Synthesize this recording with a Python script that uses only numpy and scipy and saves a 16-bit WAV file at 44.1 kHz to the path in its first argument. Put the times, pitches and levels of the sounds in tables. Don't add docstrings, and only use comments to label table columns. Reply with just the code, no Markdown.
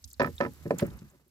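import sys
import numpy as np
from scipy import signal
from scipy.fft import rfft, irfft, next_fast_len
from scipy.io import wavfile
from scipy.ndimage import uniform_filter1d, map_coordinates

SR = 44100
rng = np.random.default_rng(int(sys.argv[2]) if len(sys.argv) > 2 else 0)


def dump_mix(stems):
    frames = np.atleast_2d(stems).T
    limited = np.clip(frames, -1, 1)
    pcm = np.round(limited * 32767).astype(np.int16)
    wavfile.write(sys.argv[1], SR, pcm)


def level_to_linear(level):
    exponent = np.asarray(level, float) / 20
    return 10 ** exponent


N = 57330


def unit(x):
    return x / np.sqrt(np.mean(x ** 2) + 1e-20)


def along(points, hz):
    f, value = np.transpose(points)
    return np.interp(np.log(hz + 1), np.log(f + 1), value)


def curve(rows):
    s, value = np.transpose(rows)
    return np.interp(np.arange(N) / SR, s, value)


def wobble(rate):
    knots = rng.standard_normal(int(N * rate / SR) + 4)
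    return map_coordinates(knots, [np.arange(N) * rate / SR])


def filtered(x, response):
    m = next_fast_len(x.shape[-1] + 8192)
    spectrum = rfft(x, m) * response(np.fft.rfftfreq(m, 1 / SR))
    return irfft(spectrum, m)[..., :x.shape[-1]]


def sides(pan_db):
    return np.array([[pan_db / 2], [-pan_db / 2]])


def placed(x, pan_db):
    left_lead_s = 0.00016
    ears = np.array([[1], [-1]])
    return filtered(x, lambda hz: np.exp(1j * np.pi * hz * left_lead_s * ears)) * level_to_linear(sides(pan_db))


def rush(spectrum, alike):
    turn = np.arccos(np.clip(alike, -1, 1)) / 2
    a, b = filtered(rng.standard_normal((2, N)), lambda hz: level_to_linear(along(spectrum, hz)))
    middle, side = np.cos(turn) * a, np.sin(turn) * b
    return unit(np.array([middle + side, middle - side]))


def struck(modes, blows, far=True):
    scatter_db, longest_s = 2.5, 0.14
    travel_s, rise_cycles = 0.00091, 0.34
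    out, t = np.zeros(N + SR), np.arange(SR // 4) / SR
    hz, level, t60 = np.transpose(modes)[:, :, None]
    late = np.clip(t - far * travel_s * np.sqrt(1000 / hz), 0, 1)
    rise = 1 - np.exp(-late * hz / rise_cycles) if far else 1
    tones = level_to_linear(-60 * late / np.minimum(t60, longest_s)) * rise * np.sin(2 * np.pi * hz * late)
    chance = rng.standard_normal((len(blows), len(modes), 1))
    for (s, db, contact_ms, spot_hz, reach), luck in zip(blows, chance):
        from_spot = np.log2(hz / spot_hz) / reach
        ring = np.sum(level_to_linear(level + scatter_db * luck - 6.5 * from_spot ** 2) * tones, axis=0)
        push = np.sin(np.pi * np.clip(t[:SR // 100] / (max(contact_ms, 0.1) / 1000), 0, 1)) ** 2
        sound = np.convolve(ring, push)[:len(t)]
        out[round(s * SR):][:len(t)] += level_to_linear(db) * sound / np.abs(sound).max()
    return out[:N]


def bursts(rows, pan_db, rise_s):
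    out, t = np.zeros((2, N + SR)), np.arange(SR // 10) / SR
    noise = rng.standard_normal((len(rows), 3, len(t)))
    for (s, db, hz, width, t60), n in zip(rows, noise):
        mix = n[0] + 2.0 * n[1:]
        band = unit(filtered(mix, lambda f: np.exp(-np.abs(np.log((f + 1) / hz) / width) ** 3)))
        shape = level_to_linear(-60 * t / t60) * (1 - np.exp(-t / rise_s))
        grain = level_to_linear(2 * unit(uniform_filter1d(n[0], size=48)))
        out[:, round(s * SR):][:, :len(t)] += level_to_linear(db + sides(pan_db)) * band * shape * grain
    return out[:, :N]


# (time [s], level [dB])
HISS_LEVEL = [
    (0.0, -68.5),
    (0.148, -70.5),
    (0.266, -60.5),
    (0.524, -61.5),
    (0.68, -63.5),
    (0.886, -62.5),
    (1.11, -70),
    (1.3, -78.5),
]
# (frequency [Hz], level [dB per Hz])
HISS_COLOUR = [(1800, -3.5), (3000, -3.5), (4000, -1), (8000, -2), (9200, -9), (11500, 0), (15000, -5),
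               (16300, -18.5)]


def water_hiss():
    level = curve(HISS_LEVEL) + 1.04 * wobble(61) + 1.44 * wobble(200)
    return level_to_linear(level) * rush(HISS_COLOUR, 0.089)


# (time [s], level [dB])
RUMBLE_LEVEL = [(0.0, -87), (0.024, -58.5), (0.064, -44.5), (0.114, -63.5), (0.28, -48.5), (0.302, -51.5),
                (0.442, -58), (0.474, -59), (0.638, -55), (0.666, -70), (0.744, -62), (0.844, -70.5),
                (0.916, -54), (0.962, -49.5), (0.984, -62.5), (1.28, -78)]
# (time [s], frequency [Hz])
SWAY_PITCH = [(0.0, 61), (0.16, 61.3), (0.26, 77.75), (0.6, 78.63), (0.68, 85), (0.718, 86.6),
              (0.928, 64.2), (1.128, 62.9), (1.2, 68)]
# (frequency [Hz], level [dB per Hz])
GRUMBLE_COLOUR = [(13, -47), (22, -20), (43, -11.5), (64, 6.5), (168, -27.5), (278, -17), (300, -39),
                  (390, -74), (660, -120)]


def hull_rumble():
    sway_hz = curve(SWAY_PITCH) + 3.8 * wobble(17)
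    boom = np.sqrt(2) * np.sin(2 * np.pi * np.cumsum(sway_hz) / SR)
    grumble = level_to_linear(-1) * rush(GRUMBLE_COLOUR, 0.6)
    level = curve(RUMBLE_LEVEL) + 1.5 * wobble(22)
    return placed(level_to_linear(level) * (boom + grumble), -6)


# (time [s], level [dB])
LAP_LEVEL = [
    (0.0, -91),
    (0.206, -92.5),
    (0.354, -81.5),
    (0.698, -75.5),
    (0.828, -62.5),
    (0.886, -68),
    (1.18, -87.5),
    (1.3, -97),
]
# (frequency [Hz], level [dB per Hz])
LAP_COLOUR = [(71, -36), (120, -1.5), (157, 0), (226, -12), (377, -11.5), (655, -20.5), (1360, -20),
              (3000, -29.5), (3900, -80.5), (6600, -120)]


def lapping():
    level = curve(LAP_LEVEL) + 18 + 2.1 * wobble(71.37)
    return placed(level_to_linear(level) * rush(LAP_COLOUR, 0.78), -1)


# (time [s], peak level [dB],
# pitch [Hz], log width, t60 [s])
CLOTH_TICKS = [(0.0214, -59, 12200, 0.2, 0.039), (0.0407, -32.5, 5550, 0.46, 0.025),
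               (.050, -51, 12700, 0.22, 0.053), (.0745, -52, 7000, 0.79, 0.073),
               (.089, -55, 12270, 0.21, 0.095), (0.1015, -46.5, 6450, 0.28, 0.031),
               (.111, -44, 5470, 0.48, 0.03), (.1296, -42, 7500, 0.19, 0.033),
               (.1296, -35.5, 13100, 0.34, 0.014), (.1961, -32, 4560, 0.27, 0.021),
               (0.224, -43.5, 11400, 0.71, 0.05), (0.265, -35, 13100, 0.27, 0.014),
               (0.3545, -42, 12500, 0.33, 0.021), (0.3622, -44, 7570, 0.098, 0.027),
               (.2305, -46, 7700, 0.086, .03), (.139, -47, 4570, 0.23, .03),
               (1.076, -69, 13100, 0.2, 0.017), (0.5339, -44, 11300, 0.72, 0.017),
               (0.9702, -45.5, 11700, 0.26, 0.016), (0.987, -54.5, 4740, 0.58, 0.059),
               (1.0982, -53, 7250, .12, 0.023), (1.112, -54, 14130, 0.17, 0.015),
               (1.279, -54.5, 12600, 0.43, 0.019)]


def cloth():
    return bursts(CLOTH_TICKS, pan_db=-0.6, rise_s=0.0023)


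# (time [s], rib peak level [dB], planking over ribs [dB], click over ribs [dB])
GEAR_TAPS = [(0.1965, -22, -2, -10), (.2025, -16.5, -12, -16), (0.2159, -15.5, 1, -20),
             (.231, -24, 5.5, -26), (.244, -21, -7, -19.5), (0.259, -28.5, 0, -16.5),
             (0.2718, -28.5, -1.5, -23), (0.4032, -24.5, 8.5, -17.5), (.4088, -17.5, -1.5, -17),
             (.4212, -29.5, 3.5, -25), (0.4311, -28.5, 1.5, -18.5), (0.4374, -36, 12.5, -10),
             (0.4486, -25, -2.5, -26), (0.4617, -30, 1, -20), (0.4749, -63.5, 24, -17),
             (.654, -48.5, 10.5, -27), (0.661, -42.5, 5, -24), (0.7063, -23, 7.5, -17),
             (.823, -34, 5, -10.5), (1.134, -62.5, 2.5, -27), (1.146, -61.5, -5, -27),
             (1.1956, -62, 0.5, -18.5)]
# (frequency [Hz], level [dB], t60 [s])
RIB_MODES = [(840, -11.5, 0.094), (994.5, 0, 0.036), (1120, -4.5, 0.011), (1299, 1.5, 0.022),
             (1539, 4, 0.011), (1757, -4, 0.013), (1767, 3, 0.018), (1864, -18.5, 0.043),
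             (2050, 1.5, 0.014), (2381, 0, 0.014), (4280, -23, 0.016)]
# (frequency [Hz], level [dB], t60 [s])
PLANK_MODES = [(65.7, -13, 0.2), (101.1, -19.5, 0.1), (132, -6.5, 0.14), (176.5, 0, 0.058),
               (217.4, -5, 0.075), (250, -3.5, 0.078), (286.2, 5, 0.049), (363.6, 6, 0.05),
               (397, -11.5, 0.031), (460.1, 0.5, 0.081), (514, 1, 0.059), (563.5, 7, 0.063),
               (633, 3.5, 0.029), (692, -4.5, 0.017)]


def gear_taps():
    reach = 1.095
    ribs = struck(RIB_MODES, [(s, db, 0.25, 1500, reach) for s, db, *_ in GEAR_TAPS])
    planks = struck(PLANK_MODES, [(s, db + over - 1, 1.2, 450, reach) for s, db, over, _ in GEAR_TAPS])
    clicks = [(s, db + click, 3500, 0.55, 0.025) for s, db, _, click in GEAR_TAPS]
    return placed(ribs, -6.5) + placed(planks, 0.5) + bursts(clicks, pan_db=-2.5, rise_s=0.002)


# (time [s], peak level [dB], contact [ms], pitch of the spot struck [Hz], reach [octaves])
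SOFT_THUDS = [(.1972, -16, 0.81, 655, 0.93), (.2045, -15, 1.21, 550, 1.3), (0.215, -19.5, 0.76, 395, 1.9),
              (.223, -19.5, 1.87, 335, 1), (0.249, -17.5, 4.6, 250, 2.4), (0.2796, -29, 2.4, 230, 1.6),
              (0.4199, -23, 2.56, 282, 0.58), (0.456, -21, 4.1, 194.3, 0.79), (0.488, -42, 2.9, 161, 1.4),
              (0.6532, -25.5, 2.8, 303, 0.73), (0.6592, -21.5, 3.4, 162, 2.5),
              (0.7066, -16, 0.84, 565, 0.42), (0.7172, -24, 1.4, 330, 0.69), (0.7248, -21, 1.8, 434, 0.91),
              (0.732, -27.5, 2.8, 186, 0.25), (0.7427, -30, 5.4, 192, 0.48), (0.819, -19, 2, 393, 0.61),
              (0.8244, -17.5, 1.7, 413, 1.6), (0.8328, -22, 3.37, 390, 1.5), (0.849, -29, 6.1, 170, 1.24),
              (0.874, -32, 2.36, 147.5, 0.9), (0.912, -35.5, 3.86, 250, 2.3),
              (0.943, -36.5, 4.7, 112.4, 1.2), (1.016, -29.5, 4.76, 160, 1.4), (1.128, -57, 2.6, 400, 1.1),
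              (1.147, -53.5, 2.24, 377.4, 0.42), (1.203, -61.5, 1.8, 400, 0.42),
              (1.261, -58.5, 2.1, 250, 1.46)]


def soft_thuds():
    blows = [(s, db - 0.5, *spot) for s, db, *spot in SOFT_THUDS]
    return placed(struck(PLANK_MODES, blows), 0.5)


# (time [s], peak level [dB], pitch [Hz], log width, t60 [s])
STRAP_SCRAPE = [(.3808, -32, 3660, 0.061, 0.017), (.381, -52, 2500, 1.5, 0.085),
                (.7095, -45.5, 7980, .2, 0.024), (.7825, -29.5, 11400, 1.2, 0.018),
                (.785, -33, 13000, 0.24, .015), (.7858, -23.5, 7160, 0.16, 0.012),
                (.7916, -35.5, 1850, 1.16, 0.054), (.797, -32.5, 1620, 0.71, 0.034),
                (.7925, -39, 7350, 0.23, 0.033), (.8025, -36, 12900, 0.66, 0.034),
                (.8035, -50, 4020, 0.84, 0.09), (.811, -37, 1420, 0.63, 0.037),
                (.812, -51, 11500, 0.6, 0.044), (.826, -45, 12000, 0.18, 0.024),
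                (.829, -43.5, 4970, 0.93, 0.018), (.846, -50, 6800, .2, .015),
                (.8644, -36.5, 12800, 0.24, 0.017), (.866, -46.5, 7180, .3, 0.022),
                (.885, -53, 5660, 0.34, 0.018), (.903, -45, 3830, .3, 0.014)]


def strap_scrape():
    return bursts(STRAP_SCRAPE, pan_db=-3, rise_s=0.002)


# (time [s], peak level [dB], contact [ms], pitch of the spot struck [Hz], reach [octaves])
HEAVY_THUD = (.8248, -10, 4.5, 200, 1.1)


def heavy_thud():
    return placed(struck(PLANK_MODES, [HEAVY_THUD], far=False), 0.5)


# (frequency [Hz], t60 [s])
HULL_ECHO = [(100, 0.33), (500, 0.079), (2000, 0.08), (8000, 0.17)]


def hollow(x):
    hz, t, z = signal.stft(rng.standard_normal((2, SR // 3)), SR, nperseg=256)
    fading = z * level_to_linear(-60 * t / along(HULL_ECHO, hz)[:, None])
    middle, side = signal.istft(fading, SR, nperseg=256)[1]
    tail = middle + 0.5 * side * np.array([[1], [-1]])
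    return signal.fftconvolve(x, tail / np.linalg.norm(tail[0]), axes=1)[:, :N]


def knocks():
    lowcut_hz = 115
    direct = gear_taps() + soft_thuds() + heavy_thud()
    return filtered(direct + level_to_linear(-7) * hollow(direct), lambda f: (1j * f / (lowcut_hz + 1j * f)) ** 2)


def scene():
    river = water_hiss() + hull_rumble() + lapping()
    return river + cloth() + knocks() + strap_scrape()


def low_pass(x):
    return signal.sosfilt(signal.butter(12, 16580, fs=SR, output="sos"), x)


def record(dry):
    mix = filtered(dry, lambda hz: 1 / (1 + (hz / 15900) ** 80))
    return low_pass(mix)


dry = scene()
out = record(dry)
dump_mix(out)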